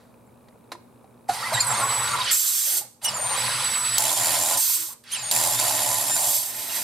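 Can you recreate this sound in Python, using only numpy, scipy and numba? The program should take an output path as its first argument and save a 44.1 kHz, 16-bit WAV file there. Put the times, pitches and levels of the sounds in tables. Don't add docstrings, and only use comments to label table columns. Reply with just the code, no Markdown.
import sys
import numpy as np
from scipy import signal
from scipy.fft import rfft, irfft, next_fast_len
from scipy.io import wavfile
from scipy.ndimage import uniform_filter1d
from numba import njit

SR = 44100
rng = np.random.default_rng(int(sys.argv[2]) if len(sys.argv) > 2 else 0)


def volts_from_db(level):
    exponent = np.asarray(level, float) / 20
    return 10 ** exponent


def generate_wav(signal):
    frames = np.transpose(np.atleast_2d(signal))
    scaled = np.clip(frames, -1, 1) * 32767
    pcm = np.round(scaled).astype(np.int16)
    wavfile.write(sys.argv[1], SR, pcm)


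N = 301291
TIME = np.arange(N) / SR
FFT = next_fast_len(N)

# pitch_hz, level_db
KITCHEN = [(15, -49.5), (25, -20), (60, -16), (114, -7.5), (170, -11), (236, -5), (285, -13), (476, -10.5),
           (641, -13.5), (734, -18), (863, -13.5), (1450, -24.5), (2050, -36.5), (2280, -35.5), (5880, -42),
           (9570, -33.5), (16000, -41)]
KITCHEN_DB = -53.5
TICK_START_S, TICKS_PER_S = .0087, 59.94

# start_s, crack_db, body_hz, body_db, t60_s
KNOCKS = [(0.4843, -46, 702, -53, 0.037), (0.693, -61, 950, -56, 0.03), (0.718, -22.5, 1037, -32, 0.069),
          (0.7518, -45, 980, -31, 0.035), (1.0434, -56, 770, -41, 0.049), (1.295, -21, 807, -21, 0.068),
          (1.802, -26, 1030, -27, 0.055), (1.9243, -26, 945, -19, 0.036), (2.312, -27, 1050, -49, 0.036),
          (2.815, -60, 830, -34, 0.058), (3.046, -19, 840, -34, 0.035), (5.0384, -41, 1180, -58, 0.019),
          (5.1184, -36, 1130, -44, 0.04)]
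# start_s, crack_db, body_hz, body_db, t60_s
FADING = (0, -54, 900, -80, .5)
# start_s, crack_db, body_hz, body_db, t60_s
POPS = [
    (3.9818, -3, 848, -22, .024),
    (5.3118, -7, 820, -26, .025),
]
# pitch_hz, level_db
CRACK = [(180, -63), (300, 1), (1060, 1.5), (2000, -1.5), (2980, -10), (4090, -2), (5700, -11),
         (12100, -18.5), (16000, -48)]
# start_s, end_s, start_hz,
# end_hz, level_db
SINGS = [(1.289, 1.309, 770, 740, -12.5), (1.301, 1.326, 737, 720, -20), (1.288, 1.338, 1450, 1450, -33),
         (1.52, 1.545, 590, 707, -22.5), (1.535, 1.56, 880, 830, -32), (1.558, 1.58, 850, 1170, -28),
         (1.55, 1.575, 1500, 1850, -26.5), (1.572, 1.598, 1880, 2030, -20), (1.535, 1.583, 124, 122, -29),
         (3.048, 3.074, 2900, 2910, -21), (3.072, 3.097, 2900, 2860, -20), (0.713, 0.79, 340, 350, -43),
         (1.435, 1.46, 1800, 1990, -27), (1.452, 1.495, 2050, 2000, -28), (1.3, 1.405, 730, 850, -35.5),
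         (1.415, 1.45, 1100, 1400, -32), (2.7, 2.84, 340, 370, -48.5), (4.76, 4.9, 320, 340, -47),
         (2.145, 2.175, 8600, 8300, -37), (2.183, 2.2, 8500, 8300, -37), (3.086, 3.098, 8000, 7700, -29),
         (6.105, 6.145, 1820, 1810, -35.5), (1.555, 1.6, 3200, 3000, -35),
         (5.119, 5.152, 3030, 3400, -29.5), (5.146, 5.185, 3250, 2100, -32), (5.19, 5.214, 2700, 2350, -34),
         (2.205, 2.23, 3900, 3600, -26), (2.26, 2.3, 3200, 2800, -30), (2.242, 2.254, 7200, 8300, -26),
         (2.302, 2.314, 5000, 5200, -27), (2.18, 2.235, 1050, 970, -26), (1.81, 1.86, 1400, 1380, -28),
         (1.815, 1.875, 1060, 1120, -25), (2.03, 2.068, 1450, 1410, -26.5), (2.1, 2.16, 1120, 1180, -27),
         (2.125, 2.165, 1380, 1330, -26), (1.7, 2.02, 1050, 1150, -30), (5.228, 5.255, 820, 800, -37),
         (0.266, 0.28, 7800, 7200, -64)]
SING_RISE = 0.75

# time_s, flow_db, fine_against_big_bubbles_db
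FILLING = [
    [(1.28, -60.5, 3), (1.29, -32.5, 0.5), (1.52, -31.5, -5), (1.534, -25.5, -6), (1.612, -33.5, 0.5),
     (1.71, -28, -11), (2.158, -29, -4.5), (2.31, -34, 12), (2.36, -48.5, -19)],
    [(3.008, -78, 0), (3.018, -50, 2), (3.054, -35, 0), (3.202, -34, -10.5), (3.418, -28.5, -1),
     (3.806, -31.5, 4), (3.98, -32.5, 8), (4.0, -48, -8)],
    [(5.032, -81, 13), (5.04, -61, 12), (5.105, -52, 8.5), (5.149, -41.5, 11), (5.305, -38.5, 7.5),
     (5.325, -51, -1)],
]
ROAR_SHARE, SEEP_DB = 0.35, -2
ROAR_HZ, ROAR_CLIMB_HZ_PER_S = (770, 924, 950), (552, 208, 0)
THIN_UNTIL_S, THIN_SHARE = 1.7, 0.41
STILL_UNTIL_S, STILL_DB = 1.4, -4.5
LIFT_HZ, LIFT_SHARE = 900, 0.52
# pitch_hz, width_hz, level_db
NECK = [(711, 56, -13), (865.4, 46, -12), (980, 43, -11), (1195, 46, -19.5), (1990, 340, -16.5)]
# pitch_hz, width_hz, level_db
WALL = [(81.6, 30, -28), (122, 23, -15.5), (208.3, 31, -25.5), (344, 29, -25)]
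# pitch_hz, level_db
FIZZ = [(880, -20), (1450, -4), (1800, -5.5), (1960, -4.5), (2400, -4.5), (3300, -6), (3880, -3.5),
        (5100, -3.5), (5700, -11.5), (7500, -16), (9750, -14.5), (16500, -120)]

# peak_s, level_db, swell_s, fade_s
SPURTS = [
    (1.292, -32, 0.015, .03),
    (1.34, -29, .02, .04),
    (3.047, -19, 0.032, 0.023),
    (5.12, -29, 0.032, .03),
]
# pitch_hz, level_db
SEEP = [(5000, -6), (6500, -5), (9000, 0), (12400, -5), (13000, -19), (14500, -18), (16000, -27)]
# pitch_hz, level_db
RELIEF = [(2940, -1), (5000, -9.5), (5250, -8.5), (6350, -11), (7060, -1), (8130, -8), (10700, -6),
          (12700, -11), (13400, -15.5), (14400, -11), (15200, -21), (16000, -40)]
# pitch_hz, level_db
VENT = [(2940, 1), (5000, -6.5), (6470, -5.5), (6930, -8), (7640, -3), (8750, -2.5), (9230, -4.5),
        (9880, -9.5), (10500, -9), (11800, -1), (12200, -3), (13900, -8.5), (15000, -6), (16000, -36)]

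# low_against_upper_db, then time_s, pitch_hz, upper_db
HUNTING = [
    (0, [(1.532, 2100, -26), (1.55, 1950, -29), (1.562, 1850, -36), (1.59, 1950, -35)]),
    (10, [(1.592, 2050, -37), (1.6, 2130, -31), (1.606, 2144, -34)]),
    (-0.5, [(1.603, 2370, -25), (1.612, 2436, -27.5), (1.625, 2274, -32), (1.646, 2110, -36.5)]),
    (-6, [(1.64, 2130, -34), (1.65, 2010, -29), (1.66, 1990, -32)]),
    (-20, [(1.666, 2080, -30), (1.68, 1960, -27), (1.7, 1900, -30), (1.718, 1866, -31), (1.736, 1990, -34)]),
    (-13, [(1.738, 2210, -27), (1.76, 2195, -29), (1.79, 2190, -28)]),
    (-18, [(1.795, 2116, -28), (1.81, 2075, -29), (1.824, 1990, -28)]),
]
# start_s, end_s, pitch_hz, upper_db, low_against_upper_db
HELD = [
    (1.826, 2.08, 1980, -26, -31),
    (2.088, 2.142, 2235, -34, -14),
    (3.209, 3.356, 2228, -28.5, -21),
    (3.362, 3.45, 1985, -28, -14),
    (3.45, 3.645, 2007, -31, -10.5),
    (3.642, 3.976, 1981, -24, -28),
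    (4.14, 4.176, 1790, -33.5, -4),
    (5.242, 5.308, 2234, -31, -13),
    (5.561, 5.588, 1817, -36, 4.5),
    (6.105, 6.158, 1815, -28, -14),
]
# low_against_upper_db, then time_s, pitch_hz, upper_db
SWOOPS = [
    (-1, [(3.048, 2800, -31), (3.058, 2980, -34), (3.072, 2970, -39), (3.09, 2590, -27.5), (3.1, 2460, -42), (3.115, 2220, -41)]),
    (-16, [(3.118, 2190, -47), (3.13, 2250, -46), (3.148, 2473, -27.5), (3.165, 2370, -31), (3.18, 2240, -33), (3.2, 2240, -33)]),
    (-10, [(5.12, 2890, -38), (5.137, 3340, -28), (5.15, 3040, -35), (5.165, 2640, -33)]),
    (-18, [(5.168, 2620, -36), (5.185, 2360, -36), (5.21, 2454, -35), (5.225, 2300, -33), (5.238, 2260, -30)]),
]
# pitch_hz, level_db
HEAD = [(5300, -12), (5600, -12), (5950, -22), (6400, -16), (6600, -8), (6720, -2), (7300, 0), (7930, 0),
        (8050, -8), (8250, -2), (8900, 0), (9400, -9), (9900, -10), (10050, -4), (10300, -10), (11100, -14),
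        (12000, -18), (13200, -28), (14000, -28)]
GLIDE_ROUGH_DB, GLIDE_ROUGH = 3, 0.011
FIRST_DB = -16

# start_s, end_s
VENTING = [
    (2.312, 3.02),
    (4.57, 5.1),
    (6.19, 8),
]
# open_s, jet_db, weaken_s, shut_s, loss_db
JETS = [
    (2.314, -24, 2.779, 2.853, 26.5),
    (4.575, -22.5, 4.742, 4.932, 18),
]
OPEN_S, SURGE_DB, SURGE_S = 0.0067, 4.5, 0.061
SHUT_DB, SHUT_S, TAIL_DB_PER_S = 19, 0.012, 170
JET_FIZZ_DB, JET_ROAR_DB, JET_ROAR_SHARE = -15.5, -48, 0.84
SURGE_HZ, SURGE_RING_DB, SURGE_RING_S, SURGE_DULL = 7840, -6, 0.18, 0.32
SETTLE_DB, SETTLE_S, SETTLE_HZ = -50.5, 0.073, 684

# start_s, let_go_s, fade_s, drone_db, sag_db_per_s
FULL = [
    (3.992, 4.578, 0.037, -32.5, -1),
    (5.314, 6.276, 0.24, -31, 3.5),
]
FULL_FIZZ_DB, RELIEF_DB, LET_GO_DB, REST_DB = 0.5, 6.5, 26, -4
# start_s, end_s, beats_per_s, puff_depth (0-1), knock_db
CHATTER = [
    (4.004, 4.129, 82, 0.71, -3),
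    (4.174, 4.535, 83, 0.62, 22),
    (5.324, 5.549, 81, 0.68, -2),
    (5.599, 6.101, 72, 0.58, 14),
    (6.164, 6.284, 75, 0.4, 27.5),
]
SPIN_UP, SPIN_UP_BEATS = 0.5, 2.2
# start_s, low_hz, high_hz, against_hiss_db
WHISTLE = (5.5, 11300.5, 11800, -15)

# time_s, jet_db
EASED = [
    (6.16, -48),
    (6.24, -36),
    (6.34, -22.5),
    (6.42, -28),
    (6.53, -35.5),
    (6.59, -31.5),
    (6.68, -34),
    (6.76, -27.5),
    (6.84, -31.5),
]
FROTH_DB, FROTH_FIZZ_DB, FROTH_RUMBLE_DB = 6, 9, -52.5

# pitch_hz, level_db
WET = [(60, -18), (300, -2.5), (700, -9), (2500, -5), (5000, -5), (9000, 0.5), (16000, -2)]
# pitch_hz, level_db
LEAN = [(120, 2), (300, 0.5), (1400, -1.4), (5000, -2.5), (9000, -2.5), (14000, -7.5)]
DUCK_KNEE_DB, DUCK_SHARE, DUCK_S, RECOVER_S = -41, 0.73, 0.047, 1


def unit(x):
    return x / np.sqrt(np.mean(x ** 2))


def gate(t0, t1, fade):
    return np.clip(np.minimum(TIME - t0, t1 - TIME) / fade, 0, 1)


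def curve(rows):
    s, *cols = np.transpose(rows)
    return [np.interp(TIME, s, c, left=-99, right=-99) for c in cols]


def summed(*db):
    return 10 * np.log10(sum(volts_from_db(d) ** 2 for d in db))


def colour(x, table, share=1):
    hz, db = np.transpose(table)
    f = np.maximum(np.arange(FFT // 2 + 1) * SR / FFT, 1)
    gain = volts_from_db(share * np.interp(np.log(f), np.log(hz), db))
    return irfft(rfft(x, FFT) * gain, FFT)[:len(x)]


def band(x, lo_hz, hi_hz, order=2):
    sos = signal.butter(order, [lo_hz, min(hi_hz, SR / 2.2)], "band", fs=SR, output="sos")
    return signal.sosfilt(sos, x)


def walk(rate, size=N):
    k = max(int(SR / rate), 2)
    held = np.repeat(rng.standard_normal(size // k + 1), k)
    return 0.915 * uniform_filter1d(uniform_filter1d(held, k), k)[:size]


def turbulence(patchy_db, bins):
    z = signal.stft(rng.standard_normal(N), nperseg=512)[2]
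    patch = uniform_filter1d(rng.standard_normal(z.shape), bins, axis=0)
    patch = uniform_filter1d(patch, size=3, axis=1)
    return unit(signal.istft(z * volts_from_db(patchy_db * unit(patch)), nperseg=512)[1][:N])


def modes(x, table, wander_db=0):
    return sum(volts_from_db(db + wander_db * walk(12)) * unit(band(x, hz - width / 2, hz + width / 2))
               for hz, width, db in table)


@njit
def grains(n, start, hz, cycles, glide, size):
    y = np.zeros(n)
    for k in range(len(start)):
        w = 2 * np.pi * hz[k] / SR
        r = np.exp(-hz[k] / SR / cycles[k])
        a, ph = size[k], 0.
        for i in range(start[k], min(n, start[k] + int(5 * cycles[k] * SR / hz[k]))):
            y[i] += a * np.sin(ph)
            ph += w
            w *= 1 + glide * hz[k] / SR
            a *= r
    return y


def kitchen():
    mid, side = (colour(turbulence(1.2, 3), KITCHEN) for _ in range(2))
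    air = unit(unit(mid) + .5 * unit(side) * np.array([[1], [-1]]))
    hum = volts_from_db(-8 + 1.2 * walk(6.6)) * np.sin(2 * np.pi * 120 * TIME)
    hum += volts_from_db(-4.0 + 1.5 * walk(9.2)) * np.sin(2 * np.pi * 238 * TIME)
    at = np.arange(TICK_START_S, N / SR - .02, 1 / TICKS_PER_S)
    c = rng.standard_normal((len(at), 2)).T
    start, cycles = (at * SR).astype(np.int64), np.full(len(at), 4.)
    strong = np.arange(len(at)) % 2 == 0
    ticks = grains(N, start, 2400 * volts_from_db(.4 * c[1]), cycles, 0., volts_from_db(-7.0 + 2.5 * c[0]))
    ticks += grains(N, start, 3750 * volts_from_db(.2 * c[0]), cycles, 0., volts_from_db(-16.5 + 8.0 * strong + 2.3 * c[1]))
    return (air + hum + ticks) * volts_from_db(KITCHEN_DB)


def knocks():
    out, t = np.zeros(N), TIME[:SR // 4]
    white = rng.standard_normal(N)
    dull, bright = unit(colour(white, CRACK)), unit(band(white, 3300, 13000))
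    noise = np.where(TIME < VENTING[0][0] - .01, dull, bright)
    for s, crack_db, hz, body_db, t60 in KNOCKS + POPS + [FADING]:
        cut = slice(int(s * SR), int(s * SR) + len(t))
        crack = .6 * volts_from_db(crack_db) * noise[cut] * np.minimum(t / .0007, 1)
        body = volts_from_db(body_db) * np.sin(2 * np.pi * hz * t)
        out[cut] += volts_from_db(-60 * t / t60) * (crack + body)
    return out


def sings():
    out = np.zeros(N)
    for t0, t1, hz, end_hz, db in SINGS:
        along = np.clip((TIME - t0) / (t1 - t0), 0, 1)
        swell = np.sin(np.pi * along ** SING_RISE)
        pitch = (hz + (end_hz - hz) * along) * (1 + .012 * walk(120))
        out += volts_from_db(db + 2.5 * walk(90)) * swell * np.sin(2 * np.pi * np.cumsum(pitch) / SR)
    return out


def flows():
    roar, fizz, seep, hz = [], [], [], np.zeros(N)
    for rows, start_hz, climb in zip(FILLING, ROAR_HZ, ROAR_CLIMB_HZ_PER_S):
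        flow, fine = curve(rows)
        fine = np.where(flow > -99, fine, 0)
        roar.append(flow - ROAR_SHARE * fine)
        fizz.append(flow + (1 - ROAR_SHARE) * fine)
        seep.append(flow)
        since = TIME - rows[0][0]
        hz = np.where(since > 0, start_hz + climb * np.minimum(since, 0.7), hz)
    t0, t1 = VENTING[0]
    hz[(TIME > t0 + .35) & (TIME < t1 - .02)] = SETTLE_HZ
    drones = []
    for t0, t1, fade, db, sag in FULL:
        drones += curve([(t0, db), (t1, db - sag * (t1 - t0)), (t1 + fade, db - LET_GO_DB), (t1 + 2 * fade, -99)])
    drone = summed(*drones)
    jets = []
    for t0, db, t1, t2, loss in JETS:
        shut_db = db - loss - SHUT_DB
        jet, = curve([(t0 - OPEN_S, db - 30), (t0, db), (t1, db), (t2, db - loss), (t2 + SHUT_S, shut_db),
                      (t2 + 1, shut_db - TAIL_DB_PER_S)])
        jets.append(jet + (t0 < FULL[0][0]) * SURGE_DB * np.exp(-np.abs(TIME - t0) / SURGE_S))
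    jet = summed(*jets, *curve(EASED))
    froth = gate(FULL[1][1], N, FULL[1][2])
    spurts = [curve([(s - swell, db - 32), (s, db), (s + fade, db - 19)])[0] for s, db, swell, fade in SPURTS]
    stirred = JET_ROAR_DB + JET_ROAR_SHARE * (jet - JETS[0][1]) + FROTH_DB * froth - 60 * (jet < -90)
    settle = sum(gate(r[2] - SETTLE_S, r[3] + 0.049, 0.047) for r in JETS)
    settle = SETTLE_DB + 20 * np.log10(settle + 1e-3)
    shaken_db = summed(*roar, drone, settle, stirred - 30 * (1 - froth))
    roar_db = summed(shaken_db, stirred)
    fizz_db = summed(*fizz, drone + FULL_FIZZ_DB, jet + JET_FIZZ_DB + FROTH_FIZZ_DB * froth)
    seep_db = summed(summed(*seep, drone) + SEEP_DB, *spurts)
    return roar_db, shaken_db, hz, fizz_db, seep_db, drone + RELIEF_DB, jet


def bubbles(rate, hz, octaves, cycles, spread_db):
    c = rng.random((int(rate * N / SR), 4)).T
    start = (c[0] * (N - 1)).astype(np.int64)
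    pitch = hz[start] * 2 ** (octaves * (c[1] + c[2] - 1))
    size = volts_from_db(-spread_db * np.log(c[3] + 1e-6))
    return unit(grains(N, start, pitch, np.full(len(start), cycles), 0.00638, size))


def water_roar(puff, knock, hz, full, rest):
    cloud = bubbles(350, np.clip(hz * volts_from_db(1.13 * walk(14)), 600, 1600), 0.58, 6.7, 2.24)
    stir = rng.standard_normal(N)
    column = modes(stir, NECK, wander_db=3.0)
    gurgle = cloud + 0.77 * column * volts_from_db(3.5 * walk(25.13))
    gurgle = unit(gurgle + 0.55 * unit(band(stir, 830, 1930)) + 0.2 * unit(band(stir, 500, 680)))
    lift = np.clip(LIFT_SHARE * (hz - LIFT_HZ) / 150, 0, LIFT_SHARE)
    gurgle -= lift * band(gurgle, 716, 900, order=1)
    drone = (column + 1.03 * unit(band(stir, 594, 1020, order=3))) * (.5 + .5 * puff)
    drone += 9 * band(knock, 654, 780)
    return band((1 - full) * gurgle + full * drone * volts_from_db(-11 * rest), 440, 8300, order=3)


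def wall_boom(shaken_db, full):
    shake = rng.standard_normal(N)
    wall = modes(shake, WALL, wander_db=2.5) + full * volts_from_db(-16) * unit(band(shake, 253, 378))
    boom = wall * volts_from_db(0.79 * (uniform_filter1d(shaken_db, 2000) + 30.5) - 30.5)
    rumble = volts_from_db(FROTH_RUMBLE_DB + 2.7 * walk(5.6)) * gate(EASED[3][0], N, 0.13)
    return boom + rumble * unit(band(shake, 123, 440))


def fine_fizz(full):
    hiss = unit(colour(turbulence(2.94, 4), FIZZ))
    swarm = band(bubbles(400, np.full(N, 3300.), 1.0, 9.1, 2.4), 1230, 9300)
    pings = bubbles(70, 3600 * volts_from_db(2 * walk(6)), .7, 18., 2.1)
    fizz = unit(hiss + 0.26 * swarm + (0.28 - 0.18 * np.clip(full, 0, 1)) * pings)
    thin = THIN_SHARE * gate(0, THIN_UNTIL_S, 0.036)
    return (fizz - thin * band(fizz, 1900, 5200, order=1)) * volts_from_db(2.4 * walk(18))


def bottle(puff, knock, roar_db, shaken_db, hz, fizz_db):
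    full = gate(CHATTER[0][0] - .015, VENTING[1][0] + 0.036, 0.0063) + gate(CHATTER[2][0], N, 0.0019)
    beating = np.clip(sum(gate(r[0] - .012, r[1] + 0.014, 0.006) for r in CHATTER), 0, 1)
    chattering = gate(CHATTER[0][0], CHATTER[1][1], .005) + gate(CHATTER[2][0], CHATTER[4][1], .005)
    rest = np.clip(chattering - beating, 0, 1)
    roar = water_roar(puff, knock, hz, full, rest) * volts_from_db(roar_db + STILL_DB * gate(0, STILL_UNTIL_S, .015))
    fizz = fine_fizz(full) * volts_from_db(fizz_db + REST_DB * rest) * (.5 + .5 * puff)
    return roar + wall_boom(shaken_db, full) + fizz


def gas(puff, seep_db, relief_db, jet_db):
    jet = turbulence(1.17, 6) * volts_from_db(0.63 * walk(60))
    seep_jet, relief_jet, vent_jet = (unit(band(colour(jet, c), 4610, 22000, order=4))
                                      for c in (SEEP, RELIEF, VENT))
    relief = np.clip(sum(gate(r[0] - .022, r[1] + 0.042, 0.0016) for r in CHATTER), 0, 1)
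    relief *= .55 + .45 * np.clip(sum(gate(r[0] - .015, r[1] + .015, .008) for r in CHATTER), 0, 1)
    surge = np.exp(-np.abs(TIME - JETS[0][0]) / SURGE_RING_S)
    vent_jet = vent_jet - SURGE_DULL * surge * band(vent_jet, 13000, 20000, order=1)
    vent_jet += volts_from_db(SURGE_RING_DB) * surge * unit(band(jet, SURGE_HZ - 450, SURGE_HZ + 450))
    wet = 0.12 * gate(EASED[2][0], N, 0.24)
    vent_jet = (1 - wet) * vent_jet + wet * relief_jet
    t0, lo_hz, hi_hz, db = WHISTLE
    whistle = unit(band(jet, lo_hz, hi_hz)) * volts_from_db(db + summed(relief_db, jet_db)) * gate(t0, N, .01)
    hiss = volts_from_db(seep_db - 6.5) * seep_jet + relief * volts_from_db(relief_db) * relief_jet + volts_from_db(jet_db) * vent_jet
    return hiss * puff + whistle


def squeal():
    out, unsteady = np.zeros(N), walk(150)
    head_hz, head_db = np.transpose(HEAD)
    held = [(low_db, [(t0, hz, db), (t1, hz, db)]) for t0, t1, hz, db, low_db in HELD]
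    for low_db, run in held + HUNTING + SWOOPS:
        s, *cols = np.transpose(run)
        cut = slice(int(s[0] * SR), int((s[-1] + .006) * SR))
        hz, upper_db = (uniform_filter1d(np.interp(TIME[cut], s, c), size=300) for c in cols)
        glide = len(run) > 2
        jitter = 1 + (0.0033 + glide * GLIDE_ROUGH) * unsteady[cut]
        phase = 2 * np.pi * np.cumsum(hz * jitter) / SR
        wander = np.array([walk(83.4, size=len(hz)) for _ in range(7)])
        flicker = volts_from_db((1.0 + glide * GLIDE_ROUGH_DB) * wander)
        k = np.arange(3, 8)[:, None]
        gain = volts_from_db(np.interp(k * hz, head_hz, head_db, right=-60))
        upper = np.sum(gain * flicker[2:] * np.sin(k * phase), axis=0) / np.sqrt(np.sum(gain ** 2, axis=0))
        low = flicker[1] * np.sin(2 * phase) + volts_from_db(FIRST_DB) * flicker[0] * np.sin(phase)
        stack = volts_from_db(upper_db) * upper + volts_from_db(upper_db + low_db) * low
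        swell = gate(s[0] - .002, s[-1] + .006, .004)[cut] * volts_from_db(2.2 * unsteady[::-1][cut])
        out[cut] += np.sqrt(2) * stack * swell
    return out


def relief_beats():
    puff, knock = np.ones(N), np.zeros(N)
    for t0, t1, rate, depth, db in CHATTER:
        c = rng.standard_normal((60, 2)).T
        slow = (t0 == CHATTER[0][0]) * SPIN_UP * np.exp(-np.arange(60) / SPIN_UP_BEATS)
        gaps = (1 + 0.04 * c[0] + slow) / rate
        at = t0 + np.cumsum(gaps) - gaps
        hit = np.zeros(N)
        hit[(at[at < t1] * SR).astype(int)] = volts_from_db(1.9 * c[1][at < t1])
        burst = signal.lfilter([1], [1, -np.exp(-1 / (0.0021 * SR))], hit)
        on = gate(t0, t1, .002) > 0
        puff[on] = unit(1 - depth + 1.13 * depth * burst[on])
        knock += hit * volts_from_db(db)
    return puff, knock


def room_tail():
    t = TIME[:SR // 2]
    early = rng.standard_normal((2, len(t))) * volts_from_db(-60 * t / 0.049)
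    late = band(rng.standard_normal(early.shape), 100, 5200, order=1) * volts_from_db(-13.5 - 60 * t / 0.43)
    tail = (early + late) * (t > .0006)
    return tail / np.sqrt(np.sum(tail ** 2, axis=1, keepdims=True))


def ducking(level_db):
    over_db = np.maximum(level_db - DUCK_KNEE_DB, 0)
    keeps = np.exp(-1 / (np.array([DUCK_S, RECOVER_S]) * SR))
    loud_db = np.max([signal.lfilter([1 - k], [1, -k], over_db) for k in keeps], axis=0)
    return volts_from_db(-DUCK_SHARE * loud_db)


def scene():
    puff, knock = relief_beats()
    roar_db, shaken_db, hz, fizz_db, seep_db, relief_db, jet_db = flows()
    spread = bottle(puff, knock, roar_db, shaken_db, hz, fizz_db) + gas(puff, seep_db, relief_db, jet_db)
    aimed, hits = squeal(), knocks() + sings()
    direct = spread + aimed + hits
    wet = colour(spread + volts_from_db(-1.0) * aimed + volts_from_db(-3.0) * hits, WET)
    ears = []
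    for ir, side in zip(room_tail(), (1, -1)):
        heard = direct + signal.fftconvolve(wet, ir)[:N]
        ears.append(volts_from_db(-1.5) * colour(heard, LEAN, side / 2))
    return np.array(ears) + kitchen() * ducking(summed(roar_db, fizz_db, jet_db))


def roll_off(x):
    return signal.sosfilt(signal.butter(12, 16460, fs=SR, output="sos"), x)


def record(dry):
    top = signal.ellip(10, .2, 70, 15900, fs=SR, output="sos")
    low_cut = signal.butter(2, 55, "high", fs=SR, output="sos")
    mix = signal.sosfilt(np.vstack([top, low_cut]), dry)
    return roll_off(mix)


dry = scene()
out = record(dry)
generate_wav(out)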